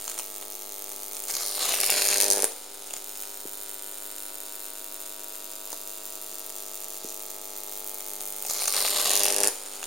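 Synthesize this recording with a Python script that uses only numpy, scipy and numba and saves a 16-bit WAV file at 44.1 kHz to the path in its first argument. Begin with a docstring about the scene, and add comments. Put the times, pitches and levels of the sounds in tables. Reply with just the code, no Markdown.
"""A climbing arc between two diverging wires, fed by a mains transformer in a tiled room.
First a short spark buzzes and spits in the narrow gap, striking with a snap in every mains half cycle.
At 1.3 s it lifts off, sizzles and grows louder and deeper as it stretches; at 2.5 s it breaks.
The buzz starts again below, with three soft bumps between 3.5 and 7 s.
From 8.4 to 9.5 s a second arc climbs and breaks, and the spark returns to the gap."""
import sys
import numpy as np
from scipy import signal
from scipy.fft import rfft, irfft
from scipy.io import wavfile
from scipy.ndimage import map_coordinates
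from numba import njit

SR = 44100
rng = np.random.default_rng(int(sys.argv[2]) if len(sys.argv) > 2 else 0)


def generate_wav(signal):
    """Clip the signal to [-1, 1] and save it as 16-bit WAV at the path in sys.argv[1]."""
    frames = np.transpose(np.atleast_2d(signal))
    scaled = np.clip(frames, -1, 1) * 32767
    pcm = np.round(scaled).astype(np.int16)
    wavfile.write(sys.argv[1], SR, pcm)


N = 434826
TIME_S = np.arange(N) / SR
MAINS_HZ = 50

# Spectra. Each row: frequency in Hz, relative level in dB.
AMBIENCE_SPECTRUM = [(20, -16), (60, -13.5), (125, -26), (165, -19.5), (200, -15), (300, -9.5), (400, -0.5),
                     (520, -9), (800, -9), (1700, -19), (4000, -6), (9000, -22.5), (15500, -9)]
ROOM_MID_SPECTRUM = [(100, -14), (400, -8), (800, -3.5), (1800, -3.5), (4000, -2.5), (8000, -10),
                     (15500, -5)]  # reflections alike in both ears
ROOM_SIDE_SPECTRUM = [(100, -1), (400, -23), (1200, -13), (2500, -19), (4000, -4.5), (8000, -6),
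                      (15500, -4)]  # reflections opposed in the two ears
SPIT_SPECTRUM = [(800, -5.5), (2200, -7), (4300, 2), (5500, 7), (7200, 16.5), (9500, 12), (12000, -3),
                 (15500, 4)]
POP_SPECTRUM = [(150, -24), (400, -1.5), (800, 3), (1300, -1.5), (2000, 0), (3500, 0.5), (8000, -28)]
SIZZLE_SPECTRUM = [(40, -16), (130, -21), (300, -6), (600, 1.5), (1300, -0.5), (1900, 0), (2800, -2),
                   (3600, -.5), (4600, 1.5), (6000, -4.5), (7300, 4.5), (9500, -1), (12000, -7.5),
                   (15500, -17)]
SHORT_THUMP_SPECTRUM = [(60, -48), (150, -32), (200, -13.5), (250, -3), (420, 2), (500, -3.5), (610, 3),
                        (720, -2.5), (950, -3.5), (1050, -8.5), (1150, -6.5), (1350, -5.5), (1500, -18),
                        (2200, -23.5)]
LONG_THUMP_SPECTRUM = [(40, -22), (120, -26.5), (200, -14), (300, -4.5), (400, 1), (500, -0.5), (600, 1.5),
                       (700, -5), (800, -2), (1150, -15), (2200, -19.5)]
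SHORT_SNAP_SPECTRUM = [(200, -27), (900, -37), (1350, -9.5), (1800, -11), (2400, -8.5), (3200, -7),
                       (3750, -4), (4400, -14), (5700, -6), (7200, 2.5), (9300, 5.5), (11500, -5.5),
                       (13000, -0.5), (15500, -2.5)]
LONG_SNAP_SPECTRUM = [(900, -56), (1800, -11), (3500, -7), (4600, 1.5), (7000, 3), (9300, 7), (11000, 3.5),
                      (13000, 2.5), (15500, -6)]
BREAKING_SNAP_SPECTRUM = [(900, -27), (1800, -8.5), (3500, -19), (5000, -6), (7200, 2.5), (9500, 7.5),
                          (11000, 1), (13000, -4), (15500, -16)]

# Ringing modes. Each row: frequency in Hz, relative level in dB, T60 in seconds.
ROOM_RESONANCES = [(401, -8.5, 0.74), (456, 5.5, 0.21), (501.6, -1, 1.0), (600, -2.5, 0.53)]
BUMP_RESONANCES = [(163, -12, 0.04), (254, -5, 0.047), (350, 1.5, 0.034), (458, 0.5, 0.031)]
WIRE_RESONANCES = [(3700, -67, 0.046), (3840, -70, 0.057), (4200, -62.5, 0.067)]
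# Microphone dips. Each row: frequency in Hz, width in Hz, depth from 0 to 1.
MIC_NOTCHES = [(7865, 690, 1), (11700, 97, 1)]
# Echo off the base under the wires, later as the arc rises. Each row: time in seconds, lag in ms.
BASE_LAG_MS = [(1.33, .152), (1.42, .179), (1.56, .218), (1.63, .252), (1.77, .346), (1.84, .383),
               (1.98, .42), (2.26, .471), (2.46, .49), (8.42, .145), (8.5, .15), (8.66, .201), (8.9, .238),
               (9.06, .266), (9.14, .298), (9.38, .368), (9.49, .38)]
# Floor echo, shifting as the microphone moves. Each row: time in seconds, lag after the base echo in ms.
FLOOR_LAG_MS = [(0, 0.62), (1.55, 0.65), (1.85, 0.73), (2.3, 0.69), (3.8, 0.53), (6, 0.67), (7.3, 0.676),
                (8.3, 0.64), (9.4, 0.71)]

# Soft bumps. Each row: start in seconds, relative level in dB.
BUMP_EVENTS = [(3.452, -26), (6.325, -37), (7.044, -24)]
# Spits at the arc's feet. 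Each row: peak time in seconds, relative crackle and pop levels in dB.
SPIT_EVENTS = [(0.0794, -20, -31), (0.0977, -21, -36), (0.1158, -23, -36), (0.179, -27, -36),
               (0.1892, -21, -40), (0.1965, -19.5, -32), (0.4253, -29, -38), (1.1472, -25, -52),
               (1.168, -21, -39), (1.2388, -21, -47), (1.285, -25, -37), (1.2983, -23, -33),
               (1.3394, -20, -45), (1.58, -22, -32), (1.656, -22, -26.5), (1.739, -28, -24),
               (1.787, -24, -23.5), (1.836, -29, -23), (1.8968, -32, -19.5), (2.088, -11, -25),
               (2.392, -26, -28), (2.9078, -30, -33), (2.9375, -30, -35), (2.9379, -24, -33),
               (2.966, -25, -36), (3.2361, -34, -37), (5.719, -27, -42), (5.7296, -24, -28.5),
               (6.9673, -32, -45), (7.0874, -27, -43), (8.0066, -29, -36.5), (8.207, -24, -39),
               (8.4506, -25, -32), (8.469, -24, -38), (8.4989, -15, -49), (8.5101, -16.5, -36),
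               (8.62, -20, -29), (8.6574, -20, -30), (8.6777, -16, -32), (8.681, -13.5, -25.5),
               (8.739, -21, -28), (8.7483, -27, -25), (8.757, -22, -28.5), (8.79, -22, -27.5),
               (8.85, -25, -22), (8.879, -19, -24), (8.999, -17.5, -25.5), (9.257, -36, -22),
               (9.28, -41, -20), (9.301, -33, -22), (9.438, -19, -21), (9.8293, -25, -30),
               (9.841, -27.5, -33)]
# Strikes that stand out. Each row: time in seconds, relative level in dB, loss per next strike in dB.
CRACK_EVENTS = [(1.803, -24, 5), (1.833, -28.5, 0), (1.863, -25, 8), (1.903, -23, 4), (2.203, -21, 1.5),
                (2.233, -24.5, 14), (2.283, -25, 16), (2.303, -21, 0.5), (2.443, -19, 9), (7.724, -39, 12),
                (8.424, -34.5, 12), (8.724, -31.5, 14), (9.094, -27.5, 11), (9.134, -25, 12),
                (9.154, -24.5, 3), (9.194, -26, 4), (9.234, -25.5, 4), (9.284, -27, 18), (9.304, -33, 16),
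                (9.324, -26, 14), (9.364, -24, 10), (9.384, -28.5, 11), (9.404, -25, 12), (9.434, -22, 4),
                (9.474, -21.5, 7)]
# Mains drift. Each row: time in seconds, mean strike lag into the half cycle in ms.
STRIKE_LAG_MS = [(0, 2.48), (3, 3.48), (4.5, 4.02), (6, 4.29), (9.85, 4.7)]
# Colour of the buzz. Each row: time in seconds, gain around 900 Hz in dB.
BUZZ_MID_DB = [(0, 0), (1, 0.5), (2.8, 0.5), (3.4, 2), (4.1, 0), (5.1, 1), (6, 1.5), (6.6, 1.5), (7.3, 2),
               (8.3, 1.5), (9.8, 1)]
# Short spark in the gap. Each row: time in seconds, relative snap, thump and sizzle levels in dB,
# snap gain around 6 kHz in dB, snap gain above 12 kHz in dB.
GAP_LEVELS_DB = [(0, -39.5, -49.5, -40.5, -5.5, -1.5), (.6, -44.5, -49.5, -48, 0.5, 4),
                 (1.25, -40.5, -49, -41.5, -3, 2), (2.65, -44.5, -51.5, -44, -7, -5),
                 (3.2, -43, -51.5, -43, -0.5, 4), (3.9, -40.5, -51, -46, -12, -0.5),
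                 (5.8, -44.5, -50.5, -44.5, -2, 4), (6.85, -44, -49.5, -44, 1, 5.5),
                 (7.03, -46, -49.5, -43, 1.5, 5), (7.11, -49.5, -49, -41, 9.5, 11),
                 (7.17, -45, -49, -50, 0.5, 5), (7.35, -44.5, -49, -45.5, 0.5, 5),
                 (8.4, -40, -48.5, -42.5, -3.5, 4.5), (9.6, -41.5, -49, -38.5, -22, -8)]
# Climbs. Each row: lift-off in seconds, break in seconds, snap offset in dB, thump offset in dB.
CLIMB_EVENTS = [(1.264, 2.451, -1, -0.5), (8.436, 9.493, 0.5, -1.5)]
# Course of every climb. Each row: progress from 0 to 1, relative snap and thump levels in dB.
CLIMB_LEVELS_DB = [(.05, -38, -47), (.24, -35.5, -45), (.31, -32.5, -43.5), (.6, -29.5, -40),
                   (.76, -24, -33.5), (.88, -29.5, -30.5), (1, -24.5, -26.5)]
# Sizzle of the climbs. Each row: time in seconds, relative level in dB, band centre in Hz.
SIZZLE_TRACK = [(1.29, -29, 6400), (1.36, -30, 6100), (1.43, -29, 5640), (1.54, -35, 5250),
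                (1.63, -24, 4740), (1.72, -26, 4020), (1.82, -29.5, 3400), (1.91, -27, 3200),
                (2.0, -23.5, 4600), (2.09, -28, 4600), (2.22, -27.5, 2500), (2.29, -38, 1990),
                (2.45, -39, 1800), (8.46, -47, 6600), (8.5, -30.5, 6400), (8.54, -29, 5900),
                (8.61, -27, 5400), (8.645, -31.5, 5000), (8.715, -34, 4600), (8.75, -25.5, 4400),
                (8.83, -26.5, 4200), (9.02, -26.5, 4000), (9.12, -23, 3600), (9.2, -26, 2700),
                (9.28, -30.5, 1900), (9.35, -33.5, 1700), (9.49, -30, 1700)]


def from_db(db):
    """Decibels to gain."""
    return 10 ** (np.asarray(db) / 20)


def unit_rms(x):
    """Scale to an rms of 1."""
    return x / np.sqrt(np.mean(x ** 2) + 1e-20)


def curve(rows, at):
    """Interpolate a table's columns along its first."""
    knots, *columns = np.transpose(rows)
    return [np.interp(at, knots, column) for column in columns]


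def response(spectrum, size=4096):
    """Minimum-phase impulse response of a spectrum."""
    hz, db = np.transpose(spectrum)
    grid_hz = np.maximum(np.fft.rfftfreq(size, 1 / SR), 1)
    gain = from_db(np.interp(np.log(grid_hz), np.log(hz), db))
    cepstrum = irfft(np.log(gain))
    cepstrum[1:size // 2] *= 2
    cepstrum[size // 2 + 1:] = 0
    return irfft(np.exp(rfft(cepstrum)))


def colour(x, spectrum):
    """Filter by a spectrum, keeping the power of a white input."""
    impulse = response(spectrum)
    return signal.oaconvolve(x, impulse / np.linalg.norm(impulse))[:N]


def butter(x, hz, kind="low", order=1):
    """Butterworth filter."""
    return signal.sosfilt(signal.butter(order, hz, kind, fs=SR, output="sos"), x)


@njit
def gliding_band(x, centre_hz, damping=1.0):
    """Unity-gain resonance with a moving centre."""
    out, band_state, low_state = np.zeros(len(x)), 0.0, 0.0
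    for i in range(len(x)):
        g = np.tan(np.pi * centre_hz[i] / SR)
        band = (band_state + g * (x[i] - low_state)) / (1 + g * (g + damping))
        band_state = 2 * band - band_state
        low_state += 2 * g * band
        out[i] = damping * band
    return out


def delayed(x, delay_ms):
    """Time-varying delay."""
    return map_coordinates(x, [np.arange(N) - delay_ms * SR / 1000], order=3)


def clicks(times_s, sizes):
    """One impulse at each time."""
    samples = np.clip(np.round(times_s * SR).astype(int), 0, N)
    return np.bincount(samples, sizes, N + 1)[:N]


def capped_normal(count, cap=1):
    """Gaussian draws, limited from above."""
    return np.minimum(rng.standard_normal(count), cap)


def climb_at(times_s, lift_s=0.034):
    """Progress of the climb and how fully the arc has left the gap, both 0-1."""
    progress = lifted = 0
    for start_s, end_s, *_ in CLIMB_EVENTS:
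        unbroken = times_s < end_s
        progress += unbroken * np.clip((times_s - start_s) / (end_s - start_s), 0, 1)
        lifted += unbroken * np.clip((times_s - start_s) / lift_s, 0, 1)
    return progress, lifted


def height_at(times_s, rest=0.06, jump=0.15):
    """Arc height, 0-1: a jump at lift-off, then an accelerating rise."""
    progress, lifted = climb_at(times_s)
    return np.clip(rest + jump * lifted + (1 - rest - jump) * progress ** 1.3, 0, 1)


def levels_db_at(times_s):
    """Snap, thump and sizzle levels, blended from gap to climb."""
    progress, lifted = climb_at(times_s)
    snap_db, thump_db = curve(CLIMB_LEVELS_DB, progress)
    for start_s, end_s, snap_offset_db, thump_offset_db in CLIMB_EVENTS:
        during = (times_s > start_s) & (times_s < end_s)
        snap_db += during * snap_offset_db
        thump_db += during * thump_offset_db
    climb_db = snap_db, thump_db, curve(SIZZLE_TRACK, times_s)[0]
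    return [gap + lifted * (climb - gap) for gap, climb in zip(curve(GAP_LEVELS_DB, times_s), climb_db)]


def ambience(level_db=-48.5, side_db=-5.0, rumble_db=-82.0):
    """Steady rush of the room, with a faint separate rumble in each ear."""
    mid, side = (colour(rng.standard_normal(N), AMBIENCE_SPECTRUM) for _ in range(2))
    rush = mid + from_db(side_db) * np.array([side, -side])
    rumble = unit_rms(butter(rng.standard_normal((2, N)), 90, order=2))
    return from_db(level_db) * rush + from_db(rumble_db) * rumble


def reflections(x, spectrum, early_share, t60_s, early_decay_s=0.0022, first_s=0.00034):
    """Close reflections from crate and floor, then the diffuse tail, at one spot."""
    t = TIME_S[:SR // 2]
    early, tail = rng.standard_normal((2, len(t)))
    early *= np.exp(-t / early_decay_s) * (t > first_s)
    tail *= from_db(-60 * t / t60_s) * (t > .004)
    early *= np.sqrt(early_share) / np.linalg.norm(early)
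    tail *= np.sqrt(1 - early_share) / np.linalg.norm(tail)
    return signal.oaconvolve(x, signal.fftconvolve(early + tail, response(spectrum)))[:N]


def room(x, mid_early_share, side_early_share, t60_s, sway_s=7.0):
    """The hand-held microphone sways, so one reflection pattern gives way to another."""
    angle = 2 * np.pi * TIME_S / sway_s
    weights = np.cos(angle), np.sin(angle)
    mid = sum(w * reflections(x, ROOM_MID_SPECTRUM, mid_early_share, t60_s) for w in weights)
    side = sum(w * reflections(x, ROOM_SIDE_SPECTRUM, side_early_share, t60_s) for w in weights)
    return mid + np.array([side, -side])


def echoes(x, strikes_s, gap_lag_ms=0.15, gap_gain=0.28, lift_gain=0.6, top_gain=0.26, floor_gain=0.2):
    """Base and floor echoes lag as the arc climbs, sweeping the colour down. Returns sum, base path."""
    progress, lifted = climb_at(TIME_S)
    # each channel takes a new path
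    flutter_ms = 0.0099 * np.interp(TIME_S, strikes_s, rng.standard_normal(len(strikes_s)))
    lag_ms = gap_lag_ms + lifted * (curve(BASE_LAG_MS, TIME_S)[0] - gap_lag_ms)
    base = delayed(x, lag_ms + flutter_ms)
    base_gain = gap_gain + lifted * (lift_gain + (top_gain - lift_gain) * progress - gap_gain)
    floor = floor_gain * delayed(base, curve(FLOOR_LAG_MS, TIME_S)[0])
    return (x + base_gain * base + floor) / np.sqrt(1 + base_gain ** 2), base


def bumps(gain_db=-7.5):
    """Dull knocks that ring for a few cycles."""
    starts_s, levels_db = np.transpose(BUMP_EVENTS)
    t = TIME_S[:SR // 4]
    ring = sum((-1) ** k * from_db(db - 60 * t / t60_s) * np.sin(2 * np.pi * hz * t)
               for k, (hz, db, t60_s) in enumerate(BUMP_RESONANCES))
    return signal.oaconvolve(clicks(starts_s, from_db(levels_db + gain_db)), ring)[:N]


def wires(strikes_s):
    """Each strike in the gap rings the wires faintly."""
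    t = TIME_S[:SR // 8]
    ring = sum(from_db(db - 60 * t / t60_s) * np.sin(2 * np.pi * hz * t)
               for hz, db, t60_s in WIRE_RESONANCES)
    in_gap = 1 - climb_at(strikes_s)[1]
    return signal.oaconvolve(clicks(strikes_s, in_gap), ring)[:N]


def spits(crackle_gain_db=-1.5, pop_gain_db=17.0, swell_s=0.00058, straggle_s=0.005, scatter_s=0.0004,
          faint_count=100, pops_per_spit=4):
    """An arc foot jumps along the wire: small pops in a swell of crackle. Faint spits fall at random."""
    position, size = rng.random((faint_count, 2)).T
    extra_db = 10.5 * size ** 2
    faint = np.column_stack([position * N / SR, -38 + extra_db, -52.5 + extra_db])
    peaks_s, crackle_db, pop_db = np.vstack([faint, SPIT_EVENTS]).T
    grains = unit_rms(rng.standard_normal(N) * from_db(4 * capped_normal(N, 2)))
    t = np.arange(-(SR // 50), SR // 50 + 1) / SR
    swell = np.exp(-.5 * (t / swell_s) ** 2) + from_db(-21.5) * np.exp(-abs(t) / straggle_s)
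    envelope = signal.oaconvolve(clicks(peaks_s, from_db(crackle_db + crackle_gain_db)), swell, "same")
    offsets, signs = rng.standard_normal((len(peaks_s), pops_per_spit, 2)).T
    pops = sum(clicks(peaks_s + scatter_s * offset, np.sign(sign) * from_db(pop_db + pop_gain_db))
               for offset, sign in zip(offsets, signs))
    return colour(envelope * grains, SPIT_SPECTRUM) + colour(pops / np.sqrt(pops_per_spit), POP_SPECTRUM)


def sizzle(strikes_s, gain_db=-3.5, grains_per_s=7000, grain_db=4.0, burst_db=2.5, clump_db=3.5,
           ripple=0.023, low_cut_db=-19.5):
    """The arc's feet crackle over the wire while current flows, more in some half cycles than others."""
    grains = (rng.random(N) < grains_per_s / SR) * rng.choice([-1, 1], N)
    grains = grains * from_db(grain_db * np.minimum(rng.exponential(1, N), 5))
    half_cycles = np.interp(TIME_S, strikes_s, np.arange(len(strikes_s)))
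    current = 1 - ripple + ripple * np.sqrt(2) * abs(np.sin(np.pi * half_cycles))
    unrest = np.minimum(.5 + 2 * height_at(strikes_s), 1)
    bursts = from_db(burst_db * unrest * capped_normal(len(strikes_s)))[half_cycles.astype(int)]
    knots_s = TIME_S[::SR // 600]
    clumping = np.interp(TIME_S, knots_s, capped_normal(len(knots_s), 2))
    clumps = from_db(clump_db * climb_at(TIME_S)[1] * clumping)
    crackle = unit_rms(grains * current * bursts * clumps) * from_db(levels_db_at(TIME_S)[2] + gain_db)
    crackle = colour(crackle, SIZZLE_SPECTRUM)
    # a short channel radiates lows poorly
    shortness = np.clip(1 - height_at(TIME_S) / 0.42, 0, 1)
    return crackle + (from_db(low_cut_db * shortness) - 1) * butter(crackle, 3500)


def whoosh(x, emphasis_db=2.5):
    """A climbing arc's sizzle gathers in a broad band that sinks as the channel stretches."""
    boost = (from_db(emphasis_db) - 1) * climb_at(TIME_S)[1]
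    centre_hz = curve(SIZZLE_TRACK, TIME_S)[1]
    return (x + boost * gliding_band(x, centre_hz)) / np.sqrt(1 + boost)


def buzz_colour(x):
    """The buzz turns more nasal or rounder as the microphone moves."""
    mid_db, = curve(BUZZ_MID_DB, TIME_S)
    for band_hz, db in (([760, 1080], mid_db), ([280, 340], -1.2 * mid_db)):
        x = x + (from_db(db) - 1) * butter(x, band_hz, "band")
    return x


def thumps(strikes_s, long_db=-4.0):
    """Heated air expands at each strike: the body of the buzz. A long arc rings the room's modes."""
    long = np.minimum(2 * height_at(strikes_s), 1)
    roughness = 0.064 + 0.27 * long
    size = from_db(levels_db_at(strikes_s)[1]) * np.sqrt(SR / (2 * MAINS_HZ))
    size *= 1 + roughness * rng.standard_normal(len(strikes_s))
    buzz = buzz_colour(colour(clicks(strikes_s, size * (1 - long)), SHORT_THUMP_SPECTRUM))
    growl = colour(clicks(strikes_s, size * long), LONG_THUMP_SPECTRUM)
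    ring = np.zeros(N)
    for hz, db, t60_s in ROOM_RESONANCES:
        q = np.pi * hz * t60_s / np.log(1000)
        ring += from_db(db) * signal.lfilter(*signal.iirpeak(hz, q, fs=SR), growl + 1e-18)
    return buzz + from_db(long_db) * (growl + ring)


def spark_colour(x, strikes_s, lift_air_db=5.0, break_air_db=-6.5, flicker_db=3.5):
    """Two treble bands vary as the spark wanders and flicker per strike; a climbing arc loses its top."""
    progress, lifted = climb_at(TIME_S)
    sharp_db, air_db = (1 - lifted) * np.array(curve(GAP_LEVELS_DB, TIME_S)[3:])
    air_db += lifted * (lift_air_db + (break_air_db - lift_air_db) * progress)
    for band_hz, db in (([4800, 7200], sharp_db), ([11800, 17000], air_db)):
        flicker = np.interp(TIME_S, strikes_s, capped_normal(len(strikes_s)))
        x = x + (from_db(db + flicker_db * flicker) - 1) * butter(x, band_hz, "band")
    return x


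def strikes(polarity_lag_ms=0.54, stretch_lead_ms=1.0, short_jitter_ms=0.013, long_jitter_ms=0.3):
    """One strike per half cycle. A short gap favours one polarity; a long arc is early and unsteady."""
    half_cycle = np.arange(int(N / SR * 2 * MAINS_HZ))
    starts_s, polarity = half_cycle / (2 * MAINS_HZ), half_cycle % 2
    progress = climb_at(starts_s)[0]
    skew_ms = polarity_lag_ms * (polarity - .5) * np.clip(1 - progress / .45, 0, 1)
    lag_ms = curve(STRIKE_LAG_MS, starts_s)[0] + skew_ms - stretch_lead_ms * progress ** 4
    jitter_ms = short_jitter_ms + long_jitter_ms * height_at(starts_s) ** 2
    lag_ms += jitter_ms * rng.standard_normal(len(starts_s))
    return starts_s + lag_ms / 1000, polarity


def snaps(strikes_s, polarity, gain_db=3.0, falter_chance=0.1, falter_db=-8, lopsided_db=-5.0,
          keen_chance=0.62, keen_share=0.16, long_height=0.33, dull_height=0.79):
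    """Each breakdown is a sharp click, mostly duller in a longer channel."""
    height, lifted = height_at(strikes_s), climb_at(strikes_s)[1]
    spread_db = 2.0 - 0.4 * height
    level_db = levels_db_at(strikes_s)[0] + spread_db * capped_normal(len(strikes_s))
    falters, keen = rng.random((2, len(strikes_s))) < [[falter_chance], [keen_chance]]
    # a climbing channel still hot relights softly: at random and before each crack
    crack_starts = np.array([np.argmin(abs(strikes_s - time_s)) for time_s, *_ in CRACK_EVENTS])
    falters[crack_starts - 1] = True
    soft_db = falter_db * falters * lifted * np.minimum(2 * height, 1) ** 2
    # near the break, one polarity strikes more weakly
    breaking = np.clip((height - dull_height) / (1 - dull_height), 0, 1)
    level_db += np.minimum(soft_db, lopsided_db * polarity * breaking)
    for first, (_, crack_db, loss_db) in zip(crack_starts, CRACK_EVENTS):
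        run = np.arange(4)
        run = run[(run < 2) | (lifted[first + run] > 0)]  # only a climbing arc sustains more than a pair
        level_db[first + run] = np.maximum(level_db[first + run], crack_db - loss_db * run)
    size = from_db(level_db + gain_db) * np.sqrt(SR / (2 * MAINS_HZ))
    # keen strikes keep part of the short spark's spectrum
    long = np.clip(height / long_height, 0, 1) * (1 - keen_share * keen)
    blend = [(1 - long, SHORT_SNAP_SPECTRUM),
             (long * (1 - breaking), LONG_SNAP_SPECTRUM),
             (long * breaking, BREAKING_SNAP_SPECTRUM)]
    return -sum(colour(clicks(strikes_s, size * share), spectrum) for share, spectrum in blend)


def scene(low_wet_db=-1.5, sizzle_echo_share=0.74):
    """The arc close by in the room. Sizzle, spread along the channel, echoes less clearly than snaps."""
    strikes_s, polarity = strikes()
    hiss = whoosh(sizzle(strikes_s))
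    spark = spark_colour(snaps(strikes_s, polarity), strikes_s)
    arc, base_path = echoes(spark + sizzle_echo_share * hiss, strikes_s)
    loose_crackle = spits() + (1 - sizzle_echo_share) * hiss
    low = thumps(strikes_s) + bumps()
    bright_room = room(base_path + loose_crackle, mid_early_share=0.44, side_early_share=0.66, t60_s=0.34)
    low_room = from_db(low_wet_db) * room(low, mid_early_share=0.036, side_early_share=0.46, t60_s=0.36)
    return arc + loose_crackle + low + bright_room + low_room + wires(strikes_s) + ambience()


def record(dry, ceiling=11.0, dc_offset=-0.0027, cutoff_hz=15950):
    """Microphone: two narrow dips, rounded peaks, a small offset, a steep treble cut."""
    for hz, width_hz, depth in MIC_NOTCHES:
        dry = dry - depth * signal.lfilter(*signal.iirpeak(hz, hz / width_hz, fs=SR), dry)
    rounded = ceiling * np.tanh(dry / ceiling) + dc_offset
    return signal.sosfilt(signal.ellip(10, .2, 80, cutoff_hz, fs=SR, output="sos"), rounded)


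dry = scene()
out = record(dry)
generate_wav(out)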